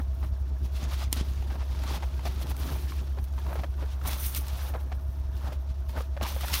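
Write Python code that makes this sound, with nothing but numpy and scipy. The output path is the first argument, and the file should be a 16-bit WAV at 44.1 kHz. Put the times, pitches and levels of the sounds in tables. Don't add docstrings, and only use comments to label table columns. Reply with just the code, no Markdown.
import sys
import numpy as np
from scipy import signal
from scipy.fft import rfft, irfft
from scipy.io import wavfile
from scipy.ndimage import uniform_filter1d

SR = 44100
rng = np.random.default_rng(int(sys.argv[2]) if len(sys.argv) > 2 else 0)


def generate_wav(sig):
    pcm = np.round(np.clip(np.atleast_2d(sig).T, -1, 1) * 32767).astype(np.int16)
    wavfile.write(sys.argv[1], SR, pcm)


N = 291060

# t/s, f/Hz
FIRING_RATE = [(0.15, 67.0), (0.8, 66.6), (1.35, 67.0), (1.95, 65.9), (2.84, 67.9), (3.14, 67.5),
               (3.44, 67.8), (4.2, 67.0), (4.7, 68.2), (5.84, 67.5), (6.44, 67.35)]
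# peak t/s, swell above the lull before/dB
LOPE_SURGES = [(0.025, 5.4), (0.106, 4.6), (0.23, 8.1), (0.32, 6.2), (0.425, 6.7), (0.53, 6.8),
               (0.638, 8.0), (0.758, 7.2), (0.862, 8.6), (0.954, 6.2), (1.064, 4.3), (1.192, 6.1),
               (1.301, 6.2), (1.392, 6.2), (1.501, 4.7), (1.609, 8.3), (1.701, 6.5), (1.803, 5.9),
               (1.926, 4.9), (2.058, 10.9), (2.16, 9.0), (2.276, 7.2), (2.4, 5.4), (2.508, 10.0),
               (2.633, 7.5), (2.747, 10.2), (2.855, 8.1), (2.98, 8.9), (3.122, 6.2), (3.22, 5.9),
               (3.342, 7.8), (3.462, 6.0), (3.6, 6.0), (3.694, 10.3), (3.78, 7.2), (3.872, 1.6),
               (3.957, 6.5), (4.048, 5.9), (4.133, 4.9), (4.253, 7.0), (4.406, 7.6), (4.524, 7.3),
               (4.64, 7.3), (4.727, 7.5), (4.842, 5.7), (4.95, 6.8), (5.073, 7.3), (5.201, 7.6),
               (5.281, 4.4), (5.36, 4.9), (5.46, 6.3), (5.584, 8.2), (5.702, 6.5), (5.804, 7.4),
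               (5.887, 8.5), (5.992, 8.5), (6.116, 7.3), (6.226, 6.4), (6.357, 8.9), (6.44, 4.5),
               (6.536, 9.6)]
# t/s, level/dB
USUAL_SURGE_PEAK = [(0, -22.9), (1, -23.3), (2.3, -24.3), (3.3, -24.1), (4.4, -25.2), (6.6, -25.2)]
SWELL_SHARE = .47
LIFT, USUAL_SWELL_DB = .2, 7
# multiple of the firing rate, level against the mean lope/dB, lope following/0-1
EXHAUST_PARTIALS = [(.5, -40, .2), (1, 0, 0.9), (1.5, -23, 0), (2, -25, 0), (2.5, -41, 0.3), (3, -42.5, 0),
                    (3.5, -39, 0.6), (4, -44.5, 0.4)]
SAG_HZ = 3.2
# f/Hz, level/dB per Hz
RUMBLE_SPECTRUM = [(22, -26), (31, -20), (39, -5), (47, 1.5), (55, -6), (67, -24), (80, -11), (90, -3),
                   (110, -9), (125, -14), (160, -19), (250, -26), (500, -47)]
RUMBLE_DB, RUMBLE_FOLLOW = -44, .15
# f/Hz, level/dB per Hz
CLATTER_SPECTRUM = [(120, 0), (200, -9), (310, 2), (372, 12), (455, 4), (644, -3), (719, -22), (1240, 4),
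                    (1860, -29.5), (3280, -13), (4900, -32), (5470, -1.5), (7740, -20), (12900, -51.5),
                    (15800, -59)]
CLATTER_DB = -66.5
# f/Hz, width/Hz, level at the mean lope/dB
ENGINE_HOLLOWS = [(251, 4, -70), (358, 14, -64.5), (650, 27, -62), (750, 14, -75), (818, 14, -109)]

# peak t/s, build-up/s, die-away/s, rustle gain/dB, swish gain/dB
CLOTH_STROKES = [(0.0, .01, 0.07, -57, -62), (.26, 0.28, 0.1, -61, -63.5), (.66, 0.063, 0.037, -55, -57.5),
                 (.77, 0.06, 0.092, -51.5, -56), (.84, 0.049, 0.028, -42, -54),
                 (.89, 0.013, .1, -48.5, -58), (.94, 0.052, 0.021, -41, -50.5),
                 (1.03, 0.077, 0.047, -41.5, -51), (1.135, 0.016, 0.024, -40, -43),
                 (1.17, .015, 0.07, -41.5, -54), (1.21, 0.037, .02, -41.5, -64),
                 (1.25, .03, 1, -53.5, -61.5), (1.63, 0.5, 0.023, -65, -74), (1.97, 0.23, 0.02, -41.5, -51),
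                 (2.04, 0.037, 0.12, -56, -64), (2.257, 0.01, 0.031, -43.5, -51),
                 (2.28, 0.03, 0.01, -44, -50), (2.32, 1, .4, -53.5, -63), (2.43, .06, 0.011, -45.5, -50),
                 (2.52, 0.074, 0.0067, -47, -47.5), (2.6, 0.052, 0.36, -50, -51),
                 (2.72, 0.13, 0.35, -50, -52), (2.9, 0.16, 0.16, -51.5, -72), (2.99, .05, 0.046, -50, -62),
                 (3.075, 0.018, 0.019, -53, -69), (3.25, 0.095, 0.02, -63, -58),
                 (3.39, 0.027, .1, -69, -62), (3.55, 0.25, 0.11, -53, -57), (3.6, .02, 0.051, -57, -62),
                 (3.64, 0.025, 0.024, -54, -57), (3.82, 0.056, 0.035, -53, -59),
                 (3.92, 0.03, 0.04, -49, -62), (4.08, 0.031, 0.12, -38.5, -38),
                 (4.25, 0.087, 0.098, -42, -35.5), (4.37, 0.043, 0.031, -39, -33),
                 (4.49, 0.067, 0.048, -49, -64), (4.69, 0.67, 0.036, -48.5, -49.5),
                 (4.75, 0.041, .04, -68, -58), (4.805, .02, 0.036, -57.5, -54), (5.2, 1, 0.13, -78, -66.5),
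                 (5.37, 0.065, 0.08, -57.5, -60), (5.48, 0.13, 0.032, -50.5, -58),
                 (5.53, 0.012, 0.026, -50.5, -55), (5.7, .02, 0.041, -60.5, -74),
                 (5.893, 0.015, 0.034, -53.5, -53), (5.96, 0.022, 0.068, -59, -64),
                 (6.01, 0.14, .06, -51.5, -57), (6.23, 0.01, 0.02, -34.5, -39.5),
                 (6.27, 0.022, 0.1, -39.5, -43.5), (6.44, 0.13, 0.62, -42, -46.5),
                 (6.538, 0.018, 0.041, -26.5, -38), (6.555, .03, 0.023, -32, -35),
                 (6.6, 0.083, .1, -51, -34.5)]
# f/Hz, level/dB per Hz
RUSTLE_SPECTRUM = [(710, -11), (1200, 1.5), (1710, -3.5), (2660, 1), (2740, 0.5), (3180, 0.5), (3400, 2),
                   (5640, -3), (8500, -13), (11000, -13), (18700, -120)]
# f/Hz, level/dB per Hz
SWISH_SPECTRUM = [(3530, -52), (6000, -1.5), (6220, -4.5), (7410, -12), (9640, 2.5), (10500, -5.5),
                  (11300, 1.5), (15000, 2), (15800, -1)]
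REST_RUSTLE_DB, REST_SWISH_DB = -65.5, -71

# peak t/s, build-up/s, die-away/s, crunch gain/dB, groan gain/dB
BOOT_STROKES = [(0.0, .01, 0.016, -34.5, -38), (.24, 0.086, 0.054, -51, -46.5),
                (.52, 0.068, 0.031, -68, -49), (.66, 0.11, .3, -60, -52), (.83, 0.084, 0.13, -46.5, -47),
                (.93, 0.091, 0.036, -45, -45.5), (1.03, .07, 0.031, -44, -47),
                (1.19, 0.09, 0.18, -48.5, -44), (1.56, 0.3, 0.22, -48, -47.5),
                (1.91, 0.22, 0.14, -42.5, -42.5), (2.04, .015, 0.041, -50, -52),
                (2.26, .015, 0.057, -43, -41.5), (2.52, 0.81, 0.019, -47.5, -44.5),
                (2.6, 0.061, 0.33, -45, -51), (2.72, 0.19, 0.095, -44.5, -38), (2.84, .03, 0.37, -54, -48),
                (3.01, .04, 0.072, -57, -42.5), (3.178, .015, 0.028, -46.5, -43),
                (3.38, 0.034, 0.11, -53, -48.5), (3.51, 0.085, 0.11, -39.5, -43.5),
                (3.595, .015, .04, -47, -42.5), (3.64, 0.015, 0.024, -45, -40),
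                (3.78, 0.017, 0.22, -47, -55), (3.84, 0.037, 0.025, -46, -44), (3.91, .03, 0.11, -57, -68),
                (3.98, 0.011, 0.023, -51, -57), (4.06, 0.042, 0.18, -38.5, -40.5),
                (4.39, 0.072, 0.087, -62, -47.5), (4.7, 0.64, 0.08, -44.5, -56),
                (4.752, .02, 0.039, -37, -44), (4.81, 0.052, .3, -52, -52), (4.922, 0.012, 0.024, -46, -44),
                (5.48, 0.12, 0.082, -41.5, -42.5), (5.97, 0.038, 0.051, -37.5, -36.5),
                (6.23, 0.022, 0.028, -30, -35.5), (6.29, .03, 0.14, -44, -48.5), (6.38, .05, 0.1, -49, -52),
                (6.51, 0.059, 0.2, -42.5, -44.5)]
# f/Hz, level/dB per Hz
CRUSH_SPECTRUM = [(250, -45), (420, -8), (612, 1.5), (699, -2.5), (885, 1), (1570, -9.5), (2960, -23),
                  (4000, -44), (5200, -43), (8800, -120)]
# f/Hz, level/dB per Hz
GROAN_SPECTRUM = [(90, -14), (130, 5), (200, -2.5), (300, -2), (400, -6), (550, -19)]
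REST_CRUNCH_DB, REST_GROAN_DB = -56.5, -58.5
STROKE_DB = 15

# t/s, level/dB, settled pitch f/Hz, t60/s
WEIGHT_THUDS = [(0.237, -46, 127, 0.046), (0.828, -37, 158, 0.083), (1.126, -32, 273, 0.025),
                (1.164, -39, 226, 0.07), (1.211, -19.5, 124, 0.0093), (1.914, -36, 156, 0.055),
                (2.719, -43, 143, 0.026), (3.589, -36, 160, 0.05), (4.045, -35, 119.4, 0.039),
                (6.224, -37, 170, 0.03)]
# t/s, level/dB, band centre f/Hz
DRY_SNAPS = [(0.9946, -37, 3940), (1.1277, -8.5, 3200), (1.159, -31, 4500), (1.1702, -35, 4050),
             (1.8372, -33, 3640), (2.0308, -45, 3940), (2.415, -35, 3710), (2.5004, -42, 3700),
             (2.5661, -31, 4200), (2.629, -40, 3580), (2.9203, -42, 3890), (2.8918, -50, 3970),
             (2.9816, -42, 3760), (3.2415, -34, 7170), (4.0397, -37, 4170), (4.0747, -23, 11600),
             (4.3261, -38, 11200), (4.3482, -17, 11200), (4.36, -22, 4000), (4.375, -24, 11500),
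             (4.4824, -28, 4290), (6.22, -44, 4000), (6.346, -33, 5140), (6.4093, -28, 11700),
             (6.4823, -25, 3550), (6.4996, -28, 3890), (6.5326, -29, 3860), (6.54, -14, 5580)]
SNAP_T60_S = 0.013
# t/s, level/dB, settled pitch f/Hz, run/s
CRUST_BREAKS = [(0.2275, -42, 910, .02), (0.8221, -42, 796, .01), (0.9129, -42, 915, .03),
                (1.0087, -40, 780, .025), (1.1654, -38.5, 675, 0), (1.4238, -39.5, 760, 0),
                (1.5026, -39, 756, .01), (1.5545, -37, 724, 0), (1.6063, -42, 910, .025),
                (1.748, -40, 910, 0), (1.8368, -34, 836, 0), (1.9062, -33.5, 780, 0),
                (1.9366, -38, 777, .04), (2.0239, -34.5, 820, 0), (2.0305, -32.5, 860, .01),
                (2.193, -38.5, 865, 0), (2.2534, -33, 686, .02), (2.4125, -38, 604, 0),
                (2.5053, -37.5, 750, .011), (2.6934, -45, 1010, 0), (2.7148, -37.5, 650, .01),
                (2.7542, -38, 854, .01), (2.9209, -37, 1050, 0), (3.1723, -39.5, 482, .018),
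                (3.3788, -39, 960, .011), (3.4646, -38.5, 915, 0), (3.4941, -40, 607, 0),
                (3.528, -34.5, 620, 0), (3.5554, -32.5, 534, .01), (3.5893, -34.5, 690, .01),
                (3.6347, -31, 620, .01), (3.8238, -35.5, 545, .015), (4.0139, -41, 1280, 0),
                (4.0518, -33.5, 850, .01), (4.0727, -38, 770, .032), (4.1296, -39, 1120, 0),
                (4.3596, -42, 2180, 0), (4.7377, -35.5, 680, 0), (4.7449, -33.5, 670, .018),
                (4.9178, -34.5, 670, .01), (5.4661, -44, 650, .022), (5.5215, -37.5, 540, .01),
                (5.8936, -39.5, 900, 0), (5.9624, -37, 865, 0), (5.9718, -34, 604, .016),
                (6.0054, -30, 480, 0), (6.166, -33, 570, .01), (6.2109, -27.5, 650, 0),
                (6.2318, -35, 890, 0), (6.2493, -31.5, 920, .013), (6.363, -29.5, 537, 0),
                (6.4089, -36, 1200, 0), (6.4329, -31.5, 675, .018), (6.4823, -31.5, 1380, 0),
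                (6.4997, -36, 920, .01), (6.5322, -28.5, 1980, .01)]
SLIP_GAP_S, SLIP_SPREAD_DB, CRUST_T60_S = .0065, 2, 0.031
SLIP_PITCH_SPREAD = .15

EDGE_HZ = 15830


def amp(db):
    return 10 ** (np.asarray(db) / 20)


def evened(x):
    return x / np.sqrt(np.mean(x ** 2) + 1e-20)


def curve(rows, order=1):
    rows = np.asarray(rows)
    return np.interp(np.arange(N) / SR, rows[:, 0], rows[:, order])


def coloured(x, shape):
    hz, db = np.transpose(shape)
    f = np.fft.rfftfreq(N, 1 / SR)
    gain = amp(np.interp(np.log(f + 1), np.log(hz), db, -120, -120))
    return evened(irfft(rfft(x) * gain, N))


def sparse_sizes(per_s, spread_db):
    sizes = amp(spread_db * np.minimum(rng.exponential(1, N), 5))
    return sizes * (rng.random(N) < per_s / SR)


def grains(per_s, spread_db, share, lumps_db, lump_s):
    clicks = evened(sparse_sizes(per_s, spread_db) * rng.standard_normal(N))
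    width = max(int(lump_s * SR), 2)
    smoothed = uniform_filter1d(rng.standard_normal(N), width)
    lumps = evened(uniform_filter1d(smoothed, width))
    share = np.clip(share, 0, 1)
    hiss = np.sqrt(1 - share ** 2) * rng.standard_normal(N)
    return amp(lumps_db * lumps) * (share * clicks + hiss)


def chips(per_s, spread_db, lo_hz, hi_hz, turns):
    size = sparse_sizes(per_s, spread_db)
    kind, out = rng.integers(0, 24, N), np.zeros(N)
    for k, hz in enumerate(np.geomspace(lo_hz, hi_hz, num=24)):
        phase = np.arange(0, 4 * turns, hz / SR)
        ring = np.sqrt(hz) * np.sin(2 * np.pi * phase) * np.exp(-phase / turns)
        out += signal.oaconvolve(size * (kind == k), ring)[:N]
    return evened(out)


def strokes(rows, rest_db, order):
    t = np.arange(0, N, 16) / SR
    power = amp(2 * rest_db) * np.ones(len(t))
    for row in rows:
        s, build_s, die_s = row[:3]
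        away = np.maximum((s - t) / max(build_s, .005), (t - s) / max(die_s, .005))
        power = power + amp(2 * (row[order] - STROKE_DB * away))
    return np.interp(np.arange(N) / SR, t, np.sqrt(power))


def add(mix, s, sound):
    part = mix[round(s * SR):][:len(sound)]
    part += sound[:len(part)]


def bursts(events, width, rise_s, ring, noise_db, glide):
    out = np.zeros(N)
    t = np.arange(4000) / SR
    noises = rng.standard_normal((len(events), 4000))
    for (s, db, hz, t60), noise in zip(events, noises):
        t60 = max(t60, .004)
        band = np.clip([hz / width, hz * width], 50, 20000)
        bandpass = signal.butter(2, band, "band", fs=SR, output="sos")
        burst = evened(signal.sosfilt(bandpass, noise))
        shape = (1 - np.exp(-t / rise_s)) * amp(-60 * t / t60)
        turns = np.cumsum(hz * (1 + glide * np.exp(-t / (0.031 * t60)))) / SR
        sound = ring * np.sin(2 * np.pi * turns) + amp(noise_db) * burst
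        add(out, s, amp(db) * sound * shape / shape.max())
    return out


def lope():
    s, swell_db = np.transpose(LOPE_SURGES)
    peak_db = np.interp(s, *np.transpose(USUAL_SURGE_PEAK)) + LIFT * (swell_db - USUAL_SWELL_DB)
    lull_s = s - SWELL_SHARE * np.diff(s, prepend=0)
    times = np.ravel([lull_s, s], "F")
    levels = np.ravel([peak_db - swell_db, peak_db], "F")
    points = np.arange(len(times) + 1)
    place = np.interp(np.arange(N) / SR, np.r_[times, N / SR], points)
    eased = np.floor(place) + .5 - .5 * np.cos(np.pi * (place % 1))
    return np.interp(eased, points, np.r_[levels, levels[-1] - USUAL_SWELL_DB])


def clatter():
    return coloured(grains(550, 2.2, 0.56, .8, 0.0068), CLATTER_SPECTRUM) * amp(CLATTER_DB)


def hollows(lope_db):
    out = np.zeros(N)
    for hz, width, level_db in ENGINE_HOLLOWS:
        r = np.exp(-np.pi * width / SR)
        poles = [1, -2 * r * np.cos(2 * np.pi * hz / SR), r * r]
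        out += amp(level_db) * evened(signal.lfilter([1], poles, rng.standard_normal(N)))
    return out * amp(0.11 * lope_db)


def firing_rumble(turns, lope_db):
    fires = np.diff(np.floor(turns), prepend=0) * rng.standard_normal(N)
    uneven = evened(fires * amp(.7 * lope_db)) + .3 * rng.standard_normal(N)
    return coloured(uneven, RUMBLE_SPECTRUM) * amp(RUMBLE_DB + RUMBLE_FOLLOW * lope_db)


def exhaust_tone(turns, sag, mean_db, lope_db):
    tone = np.zeros(N)
    for k, level_db, follow in EXHAUST_PARTIALS:
        phase = 2 * np.pi * (k * turns + follow * sag) + (k - 1) ** 2
        tone += amp(mean_db + level_db + follow * lope_db) * np.cos(phase)
    return tone


def engine():
    level_db = lope()
    mean_db = level_db.mean()
    lope_db = level_db - mean_db
    swelling = evened(uniform_filter1d(np.gradient(level_db), 900))
    turns = np.cumsum(curve(FIRING_RATE)) / SR
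    sag = np.cumsum(SAG_HZ * swelling) / SR
    tone = exhaust_tone(turns, sag, mean_db, lope_db)
    return tone + firing_rumble(turns + sag, lope_db) + clatter() + hollows(lope_db)


def clothes():
    rustle = coloured(grains(1500, 4.0, 0.4, 1.97, 0.018), RUSTLE_SPECTRUM)
    rustle = rustle + 0.34 * chips(700, 3.86, 1750, 6930, 8.7)
    swish = coloured(grains(3100, 1.3, 0.58, 2.1, 0.011), SWISH_SPECTRUM)
    rubbed = strokes(CLOTH_STROKES, REST_RUSTLE_DB, order=3) * rustle
    return rubbed + strokes(CLOTH_STROKES, REST_SWISH_DB, order=4) * swish


def boots():
    crush = coloured(grains(300, 3.0, 0.21, 1.1, 0.0065), CRUSH_SPECTRUM)
    groan = coloured(grains(100, 3.3, 0.44, 2.3, 0.011), GROAN_SPECTRUM)
    crunch = 0.61 * crush + 0.42 * chips(500, 3.1, 507.5, 1776, 9.5)
    pressed = strokes(BOOT_STROKES, REST_CRUNCH_DB, order=3) * crunch
    return pressed + strokes(BOOT_STROKES, REST_GROAN_DB, order=4) * groan


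def thuds():
    return bursts(WEIGHT_THUDS, 1.4, .001, 1.3, -18, .3)


def snaps():
    return bursts([(*row, SNAP_T60_S) for row in DRY_SNAPS], 4.0, .0001, 0, -8, 0)


def slips():
    luck = rng.standard_normal((len(CRUST_BREAKS), 8, 3))
    rows = []
    for (s, db, hz, run_s), draws in zip(CRUST_BREAKS, luck):
        rows.append((s, db, hz, CRUST_T60_S))
        for k, (late, size, pitch) in enumerate(draws, 1):
            if k * SLIP_GAP_S <= run_s:
                slip_s = s + SLIP_GAP_S * (k + 0.18 * late)
                slip_hz = hz * np.exp(SLIP_PITCH_SPREAD * pitch)
                rows.append((slip_s, db + SLIP_SPREAD_DB * size, slip_hz, CRUST_T60_S))
    return rows


def crusts():
    return bursts(slips(), 3.2, .0007, .85, -7.5, .5)


def scene():
    steady = engine() + boots() + clothes()
    return (steady + thuds() + snaps() + crusts())[None]


def record(dry):
    lowpass = signal.firwin(1023, EDGE_HZ, window=("kaiser", 9), fs=SR)
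    return signal.oaconvolve(dry, lowpass[None], "same")


dry = scene()
out = record(dry)
generate_wav(out)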